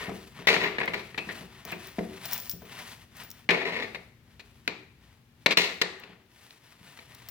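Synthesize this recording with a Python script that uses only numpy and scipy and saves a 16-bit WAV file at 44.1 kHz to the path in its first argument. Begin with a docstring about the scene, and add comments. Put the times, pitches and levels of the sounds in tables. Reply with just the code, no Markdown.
"""A swish of thin nylon and a few soft bumps, then a bright clatter of wire: fabric is bunched along a cord
at a table in a small live room, a metre from the microphone. Cloth rubs on cloth and its creases crinkle.
The cord's stiff threading wire taps, scrapes and twangs on the table top, a small metal buckle clinks,
and hands bump the table. Quiet room air and a mains hum lie underneath."""
import sys
import numpy as np
from scipy import signal
from scipy.fft import rfft, irfft, next_fast_len
from scipy.io import wavfile
from scipy.ndimage import uniform_filter1d

SR = 44100
rng = np.random.default_rng(int(sys.argv[2]) if len(sys.argv) > 2 else 0)


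def materialize(psi):
    """Save the field psi as 16-bit PCM at rate SR to the path in sys.argv[1].

    A 1-D psi becomes a single channel; in a 2-D psi each row is a channel.
    """
    bounded = np.clip(np.atleast_2d(psi).T, -1, 1)
    quanta = np.round(bounded * 32767).astype(np.int16)
    wavfile.write(sys.argv[1], SR, quanta)


N = 322099

# Hands push and pull the cloth. Each row: middle in seconds, length in seconds, level in dB, treble in dB.
CLOTH_FOLDS = [(0.01, 0.13, -42, -3), (0.19, 0.22, -53, 4.5), (0.408, 0.086, -48.5, -6),
               (0.748, 0.29, -43.5, -14), (0.986, 0.23, -49.5, -0.5), (1.3, 0.16, -49, 3),
               (1.379, 0.059, -42.5, 0.5), (1.565, 0.18, -53.5, 0.5), (1.707, .1, -46, -3),
               (1.86, 0.11, -47.5, 3.5), (2.028, 0.097, -52, 4.5), (2.169, 0.077, -48, 1.5),
               (2.311, 0.1, -39.5, 5), (2.424, 0.18, -54, 11), (2.77, 0.13, -43.5, 1),
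               (2.872, 0.16, -50, 6), (2.996, 0.084, -54, 2.5), (3.207, 0.088, -47.5, 3.5),
               (3.373, 0.093, -56, 2.5), (3.87, 0.27, -62, 6), (4.314, 0.072, -66, 0),
               (4.555, 0.35, -66.5, 5.5), (5.08, .13, -63, 1.5), (5.422, .08, -69.5, 5),
               (5.994, 0.21, -51, -23), (6.452, 0.17, -58.5, 5.5), (6.688, 0.1, -58.5, 4),
               (6.933, 0.3, -56.5, 3), (7.23, 0.38, -56, 2)]
# Cloth sliding on cloth. Each row: frequency in Hz, gain in dB.
SWISH_EQ = [(60, -20.5), (150, 0.5), (400, -5), (800, -1.5), (1900, 1.5), (3200, -0.5), (5000, -7),
            (8000, -14.5), (12000, -12.5), (16000, -13)]
# Wire hits the table. Each row: start in seconds, level in dB, pitch in Hz, treble in dB,
# chatter length in seconds.
WIRE_TAPS = [(0.4707, -17.5, 1920, 8.5, 0.012), (0.4831, -19.5, 2240, 12, 0.011),
             (0.5425, -23, 2340, -6, 0.005), (0.5642, -21.5, 2230, -18, 0.0042),
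             (0.639, -26, 2280, -7, 0.014), (0.7838, -26, 1770, -8, 0.0077),
             (0.8126, -28, 1860, -12, 0.0071), (0.8324, -30.5, 1850, -10, 0.0063),
             (0.877, -27, 2130, -12, 0.012), (0.9354, -31.5, 2210, -3, 0.02), (0.993, -42, 2290, 13, .011),
             (1.1445, -38, 1840, -17, 0.0046), (1.1773, -30.5, 2410, 2, 0.017),
             (1.2892, -37, 1880, -4, 0.03), (1.721, -35.5, 2480, -38, 0.021),
             (1.987, -36, 2040, -19, 0.0062), (3.49, -17.5, 2330, -6, .01), (3.505, -22, 2350, 6, 0.012),
             (3.9465, -35.5, 2190, 2, 0.016), (4.395, -46.5, 2550, 13, 0.017),
             (4.6767, -20, 2350, 7.5, 0.0037), (5.4602, -15, 2250, 7.5, 0.0097),
             (5.508, -23.5, 2360, 10.5, 0.026), (5.5719, -13, 2670, 13, 0.0065),
             (5.815, -18.5, 1910, 15.5, 0.0096), (6.036, -41.5, 2520, 4.5, .006),
             (6.507, -46, 2460, 18, 0.003), (6.989, -45.5, 2240, 5, 0.0083)]
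# The broad clack of wire on table. Each row: frequency in Hz, gain in dB.
CLACK_EQ = [(80, -43.5), (250, -7.5), (600, -9), (1000, -7), (1450, -9), (1900, -3), (2400, -5),
            (2750, -6.5), (3200, -10.5), (4100, -8.5), (5200, -21), (7000, -29), (9000, -39.5),
            (16000, -36.5)]
# Wire drags. Each row: start in seconds, length in seconds, level in dB, fade in dB, treble in dB.
WIRE_SCRAPES = [(0, 0.097, -37.5, -7.5, -26), (0.485, 0.093, -20.5, -12.5, 7), (0.6, 0.065, -29.5, 1, 0),
                (0.789, 0.056, -32, -6.5, -6), (0.937, 0.046, -30.5, -14.5, 4),
                (3.491, .14, -22, -16, -2.5), (3.65, 0.053, -30.5, -3, 0.5), (3.72, .12, -31.5, -7, 1),
                (5.576, 0.05, -34, -4.5, 20), (5.627, 0.032, -30, -4, 14.5), (5.655, .07, -44, 1, 1)]
# Wire springs clear of the table. Each row: start in seconds, level in dB, pitch in Hz.
WIRE_TWANGS = [(1.18, -30.5, 2600), (5.46, -30, 2250)]
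# Buckle hits. Each row: start in seconds, level in dB, extra ring in dB.
BUCKLE_CLINKS = [(0.4714, -22, -10), (0.633, -39, 11), (0.8571, -30.5, -10), (0.9419, -30.5, -15),
                 (1.6512, -21, -11), (1.719, -24.5, -11), (1.871, -32, 4), (2.2563, -20, 2),
                 (2.3127, -23, -12), (2.322, -25, 13), (2.332, -11.5, 3), (2.3427, -22, 5),
                 (2.3787, -19, -6), (2.4007, -28.5, 14.5), (2.4955, -15.5, 8), (2.5135, -23.5, 14.5),
                 (3.169, -34, -4), (3.236, -31.5, 6), (3.3033, -24.5, -13), (3.3136, -26.5, -5),
                 (5.9987, -36.5, -17), (7.1483, -30.5, -18), (7.287, -23, 4)]
# The buckle's ring. Each row: frequency in Hz, level in dB, time to fall 60 dB in seconds.
BUCKLE_MODES = [(5400, -9, .04), (5750, -11, .03), (6212, -16, .04), (7364, -17, .06), (15220, 0, .21),
                (15720, -20, .1)]
# The tick of metal on metal. Each row: frequency in Hz, gain in dB.
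TICK_EQ = [(500, -25), (2500, -9.5), (4500, -2), (5600, 2), (9000, -8), (13000, -5.5), (15000, 1.5),
           (16300, 6.5)]
# Hands and buckle bump the table. Each row: start in seconds, level in dB, contact time in seconds.
TABLE_BUMPS = [(0.083, -28, 0.0013), (0.093, -26, 0.00064), (0.114, -30.5, 0.00081), (0.389, -35, 0.00045),
               (0.797, -35, 0.00029), (1.27, -38, 0.00078), (1.411, -35.5, 0.0012), (1.651, -36, 0.00043),
               (1.9843, -18.5, 0.0013), (2.536, -35, 0.0062), (2.62, -38, 0.00075), (6.095, -44.5, 0.00077),
               (6.81, -49, .008)]
# The table top's boom. Each row: frequency in Hz, level in dB, time to fall 60 dB in seconds.
TABLE_MODES = [(125, -2.5, 0.023), (179.3, -0.5, 0.1), (231, -10.5, 0.13), (317, -1.5, 0.075),
               (382.7, -1, 0.27), (447.4, 2, 0.059), (487.5, -2, 0.046), (627, -2, 0.039), (720, -10, 0.12)]
# Reverb length. 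Each row: frequency in Hz, time to fall 60 dB in seconds.
REVERB_T60 = [(120, 0.54), (350, 0.41), (900, 0.42), (2200, 0.53), (5000, 0.43), (15000, 0.67)]
# Colour of the reflections. Each row: frequency in Hz, gain in dB.
REVERB_EQ = [(80, -8.5), (180, 4), (450, 7.5), (1000, 0.5), (2300, -5.5), (4500, -3), (9000, -2),
             (15000, -8)]
# Still room air. Each row: frequency in Hz, gain in dB.
AIR_EQ = [(25, -13.5), (60, -2), (120, -2), (220, -11.5), (350, -16), (650, -25.5), (1500, -26.5),
          (2800, -27), (5000, -33), (8000, -39.5), (16000, -39)]
# Mains hum. Each row: frequency in Hz, level in dB.
HUM_TONES = [(59.5, -74.5), (119, -69.5), (232, -70)]
# The background's rumble sinks and returns. Each row: time in seconds, bass gain in dB.
RUMBLE_RIDE = [(0, 5), (2.5, 2.5), (4.2, 1), (5.3, -1.5), (6.2, -6), (6.6, -8), (7.3, 0.5)]
# The whole mix dips briefly inside a late clatter. 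Each row: time in seconds, gain in dB.
MIX_DIP = [(5.535, 0), (5.552, -9), (5.568, -9), (5.5715, 0)]
# Colour of the microphone's two ports. Each row: frequency in Hz, left over right in dB.
LEFT_OVER_RIGHT = [(100, 4), (500, 2.5), (1100, 4.5), (2200, 7), (4400, 3), (8000, -3.5), (12000, 8.5),
                   (15200, 5)]


def cloth_swish(flutter_db=2.06, crinkle_db=-3, snap_db=-11, resting_db=-83):
    """Threads rub in a fine swish that comes in folds; creases buckle in tiny snaps."""
    t = np.arange(N) / SR
    power, treble = np.full((2, N), undb(resting_db) ** 2)  # cloth stirs under resting hands
    for s, length_s, db, bright_db in CLOTH_FOLDS:
        from_middle = 2 * np.abs(t - s) / length_s
        shape = np.where(t < s, 1.86, 1.77)  # swell, then ease: 1 is pointed, 2 a bell
        fold = undb(db) ** 2 * np.exp(-np.minimum(from_middle ** shape, 20))
        power += fold
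        treble += fold * undb(bright_db) ** 2
    rub = rng.standard_normal(N) + undb(crinkle_db) * grains(1500, 3.5) + undb(snap_db) * grains(45, 2.7)
    swish = unit(colour(rub * undb(flutter_db * wander(60)), SWISH_EQ))
    # taut cloth hisses higher than slack cloth
    return brighten(swish, 10 * np.log10(treble / power), corner_hz=4440) * np.sqrt(power)


def wire_taps(boom_db=-15, rattle_db=-15, rattle_s=0.014, note_db=6, apart_db=-3, jitter_s=0.00004):
    """Springy wire chatters on the table and sets it booming. Returns direct stereo and a reverb send."""
    left, right, send = np.zeros((3, N))
    t = np.arange(SR // 4) / SR
    for s, db, hz, bright_db, chatter_s in WIRE_TAPS:
        contact = np.exp(-(t / chatter_s) ** 4) + undb(rattle_db) * np.exp(-t / rattle_s)
        # the whole wire radiates, so each port hears a partly different chatter
        chatter = rng.standard_normal(len(t)) + undb(apart_db) * rng.standard_normal((2, len(t)))
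        # a dull, flat landing moves the table more than a sharp one
        boom = undb(boom_db - 0.22 * bright_db) * ring(TABLE_MODES, len(t) / SR)
        blow = signal.unit_impulse(len(t))  # over all directions the chatter evens out to one blow
        for track, force in zip((left, right, send), (*(chatter * contact), blow)):
            clack = colour(force, CLACK_EQ)
            # the note depends on where along the wire it lands
            clack = brighten(clack + undb(note_db) * resonance(clack, hz, width_hz=260), bright_db)
            tap = undb(db) * np.sqrt(chatter_s * SR) * (clack / np.linalg.norm(clack) + boom)
            # it lands here and there, so the delay between the ports varies
            add(track, s + jitter_s * rng.standard_normal(), tap)
    return np.array([left, right]), send


def wire_scrapes(boom_db=-14, judder_db=2.5, note_db=4, attack_s=0.0052, release_s=0.0092):
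    """The wire tip sticks and slips over the table: dense small clacks, in uneven spurts."""
    slips = grains(1200, 0.83) * undb(judder_db * wander(140))
    clacks = colour(slips, CLACK_EQ)
    scrape = unit(clacks + undb(note_db) * resonance(clacks, hz=2200, width_hz=420))
    boom = undb(boom_db) * unit(signal.fftconvolve(slips, ring(TABLE_MODES, .25))[:N])
    out = np.zeros(N)
    for s, length_s, db, fade_db, bright_db in WIRE_SCRAPES:
        age = np.maximum(np.arange(N) / SR - s, 0)
        bite = np.minimum(age / attack_s, 1)
        slowing = undb(fade_db * np.minimum(age / length_s, 1))
        lift_off = np.exp(-np.clip((age - length_s) / release_s, 0, 20))
        out += (brighten(scrape, bright_db) + boom) * undb(db) * bite * slowing * lift_off
    return out


def wire_twangs(t60_s=0.3, split_hz=120):
    """A free length of wire bends in two planes and rings at two close pitches."""
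    out = np.zeros(N)
    for s, db, hz in WIRE_TWANGS:
        tone = ring([(hz + sign * split_hz / 2, 0, t60_s) for sign in (-1, 1)], .5)
        add(out, s, undb(db) * tone / np.abs(tone).max())
    return out


def buckle_clinks(tick_s=0.0021, tick_db=11.5, ring_db=-16):
    """The buckle's loose bar ticks against its frame, which rings very high."""
    out = np.zeros(N)
    for s, db, extra_ring_db in BUCKLE_CLINKS:
        tone = ring(BUCKLE_MODES, .35)
        t = np.arange(len(tone)) / SR
        tick = colour(rng.standard_normal(len(t)) * np.exp(-t / tick_s), TICK_EQ)
        add(out, s, undb(db + tick_db) * tick / np.linalg.norm(tick))
        add(out, s, undb(db + ring_db + extra_ring_db) * tone / np.abs(tone).max())
    return out


def table_bumps(knock_db=-9, knock_s=0.0072):
    """A soft push on the table: the longer the contact, the duller the thud."""
    out = np.zeros(N)
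    for s, db, contact_s in TABLE_BUMPS:
        body = ring(TABLE_MODES, .3)
        t = np.arange(len(body)) / SR
        knock = rng.standard_normal(len(t)) * np.exp(-t / knock_s) / 2
        push = t * np.exp(-2 * np.pi * t / contact_s)
        thud = signal.fftconvolve(body + undb(knock_db) * knock, push)[:len(t)]
        add(out, s, undb(db) * thud / np.abs(thud).max())
    return out


def room_tails(predelay_s=0.00073, early_db=7, early_s=0.0022):
    """A reverb tail for each port: early bounces off table and body, then the bare walls."""
    t, tails = np.arange(SR) / SR, []
    onset = (t > predelay_s) * (1 + undb(early_db) * np.exp(-t / early_s))
    for noise in diffuse_noise():
        hz, s, bands = signal.stft(noise[:SR], SR, nperseg=256)
        decay_rate = np.log(1000) / lookup(REVERB_T60, hz)[:, None]
        decay = np.exp(-decay_rate * s) * np.sqrt(2 * decay_rate / SR)  # equal energy in every band
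        tail = signal.istft(bands * decay, SR)[1][:SR]
        tails.append(colour(tail * onset, REVERB_EQ))
    return tails


def room_tone(air_db=-58.5):
    """A bed of quiet air and wavering mains hum, its low end slowly sinking and returning."""
    t = np.arange(N) / SR
    hum = sum(np.sqrt(2) * undb(db + wander(5.7)) * np.sin(2 * np.pi * hz * t) for hz, db in HUM_TONES)
    air = undb(air_db) * np.array([unit(colour(noise, AIR_EQ)) for noise in diffuse_noise()])
    bass_db = np.interp(t, *np.transpose(RUMBLE_RIDE))
    return brighten(air + hum, -bass_db, corner_hz=323.5) * undb(bass_db)


def diffuse_noise(alike_hz=750):
    """Noise at the two ports: mono in the bass, wide in the treble."""
    mid, side = rfft(rng.standard_normal((2, N)))
    alike = 1 / (1 + (np.fft.rfftfreq(N, 1 / SR) / alike_hz) ** 2)
    mid, side = mid * np.sqrt((1 + alike) / 2), side * np.sqrt((1 - alike) / 2)
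    return [irfft(mid + side, N), irfft(mid - side, N)]


def place(direct, send, tails, lead_ms, wet_db):
    """Direct sound, reaching the right port lead_ms early, plus the reverb of the send."""
    left, right = np.broadcast_to(direct, (2, N))
    size = next_fast_len(N + SR)
    advance = np.exp(2j * np.pi * np.fft.rfftfreq(size, 1 / SR) * lead_ms / 1000)
    right = irfft(rfft(right, size) * advance, size)[:N]
    reverb = np.array([signal.oaconvolve(send, tail)[:N] for tail in tails])
    return np.array([left, right]) + undb(wet_db) * reverb


def ring(modes, length_s):
    """Ringing modes of unit total energy; each blow weights them a little differently."""
    t = np.arange(int(length_s * SR)) / SR
    tone = np.zeros(len(t))
    for hz, db, t60 in modes:
        weight = undb(db + 1.5 * rng.standard_normal()) * rng.choice([-1, 1])
        tone += weight * np.cos(2 * np.pi * hz * t) * undb(-60 * t / t60)
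    return tone / np.linalg.norm(tone)


def grains(per_second, spread_db):
    """Random clicks, many small and a few large."""
    size = undb(spread_db * np.minimum(rng.exponential(size=N), 5))
    return unit((rng.random(N) < per_second / SR) * size * rng.choice([-1, 1], N))


def wander(rate_hz):
    """Smooth random drift of rms 1."""
    hold = max(int(SR / rate_hz), 2)
    steps = np.repeat(rng.standard_normal(N // hold + 1), hold)
    return unit(uniform_filter1d(steps, hold)[:N])


def colour(x, eq, size=2048):
    """Minimum-phase EQ through (Hz, dB) points, by way of the cepstrum."""
    cepstrum = irfft(np.log(undb(lookup(eq, np.fft.rfftfreq(size, 1 / SR)))))
    cepstrum[1:size // 2] *= 2
    cepstrum[size // 2 + 1:] = 0
    return signal.fftconvolve(x, irfft(np.exp(rfft(cepstrum))))[:len(x)]


def brighten(x, db, corner_hz=3400):
    """Treble shelf, up or down."""
    low = signal.sosfiltfilt(signal.butter(2, corner_hz, fs=SR, output="sos"), x)
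    return low + undb(db) * (x - low)


def resonance(x, hz, width_hz):
    """One damped mode, gain 1 at its centre."""
    return signal.lfilter(*signal.iirpeak(hz, hz / width_hz, fs=SR), x)


def lookup(points, hz):
    """Read a (Hz, value) table on a log-frequency axis."""
    f, value = np.transpose(points)
    return np.interp(np.log(hz + 1), np.log(f), value)


def add(track, s, sound):
    """Mix a sound in at s seconds."""
    i = max(int(s * SR), 0)
    track[i:i + len(sound)] += sound[:N - i]


def undb(db):
    """Decibels to gain."""
    return 10 ** (np.asarray(db) / 20)


def unit(x):
    """Scale to rms 1."""
    return x / np.sqrt(np.mean(x ** 2) + 1e-20)


def scene(buckle_left_db=3):
    """Cloth, wire, buckle and table share one room, over the room tone."""
    tails = room_tails()
    scrape_and_twang = wire_scrapes() + wire_twangs()
    swish, clink, thud = cloth_swish(), buckle_clinks(), table_bumps()
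    fabric = place(swish, swish, tails, lead_ms=0.039, wet_db=-6.5)
    # the wire lies to the right of the hands, the buckle towards the left
    wire = place(*wire_taps(), tails, lead_ms=0.086, wet_db=-2.5)
    wire += place(scrape_and_twang, scrape_and_twang, tails, lead_ms=0.11, wet_db=0.5)
    buckle_pan = undb(np.array([[1], [-1]]) * buckle_left_db / 2)
    buckle = place(clink, clink, tails, lead_ms=0.012, wet_db=-8) * buckle_pan
    table = place(thud, thud, tails, lead_ms=0.012, wet_db=-3.5)
    dip = undb(np.interp(np.arange(N) / SR, *np.transpose(MIX_DIP)))
    return (fabric + wire + buckle + table + room_tone()) * dip


def record(dry, low_cut_hz=55, top_hz=16400, ceiling=0.8):
    """Each port has its own colour; then a low cut, a hard clip and a steep top cut."""
    ports = [colour(x, [(hz, sign * db / 2) for hz, db in LEFT_OVER_RIGHT])
             for x, sign in zip(dry, (1, -1))]
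    thin = signal.sosfilt(signal.butter(2, low_cut_hz, "highpass", fs=SR, output="sos"), np.array(ports))
    clipped = np.clip(thin, -ceiling, ceiling)
    return signal.sosfilt(signal.ellip(8, .2, 70, top_hz, fs=SR, output="sos"), clipped)


dry = scene()
out = record(dry)
materialize(out)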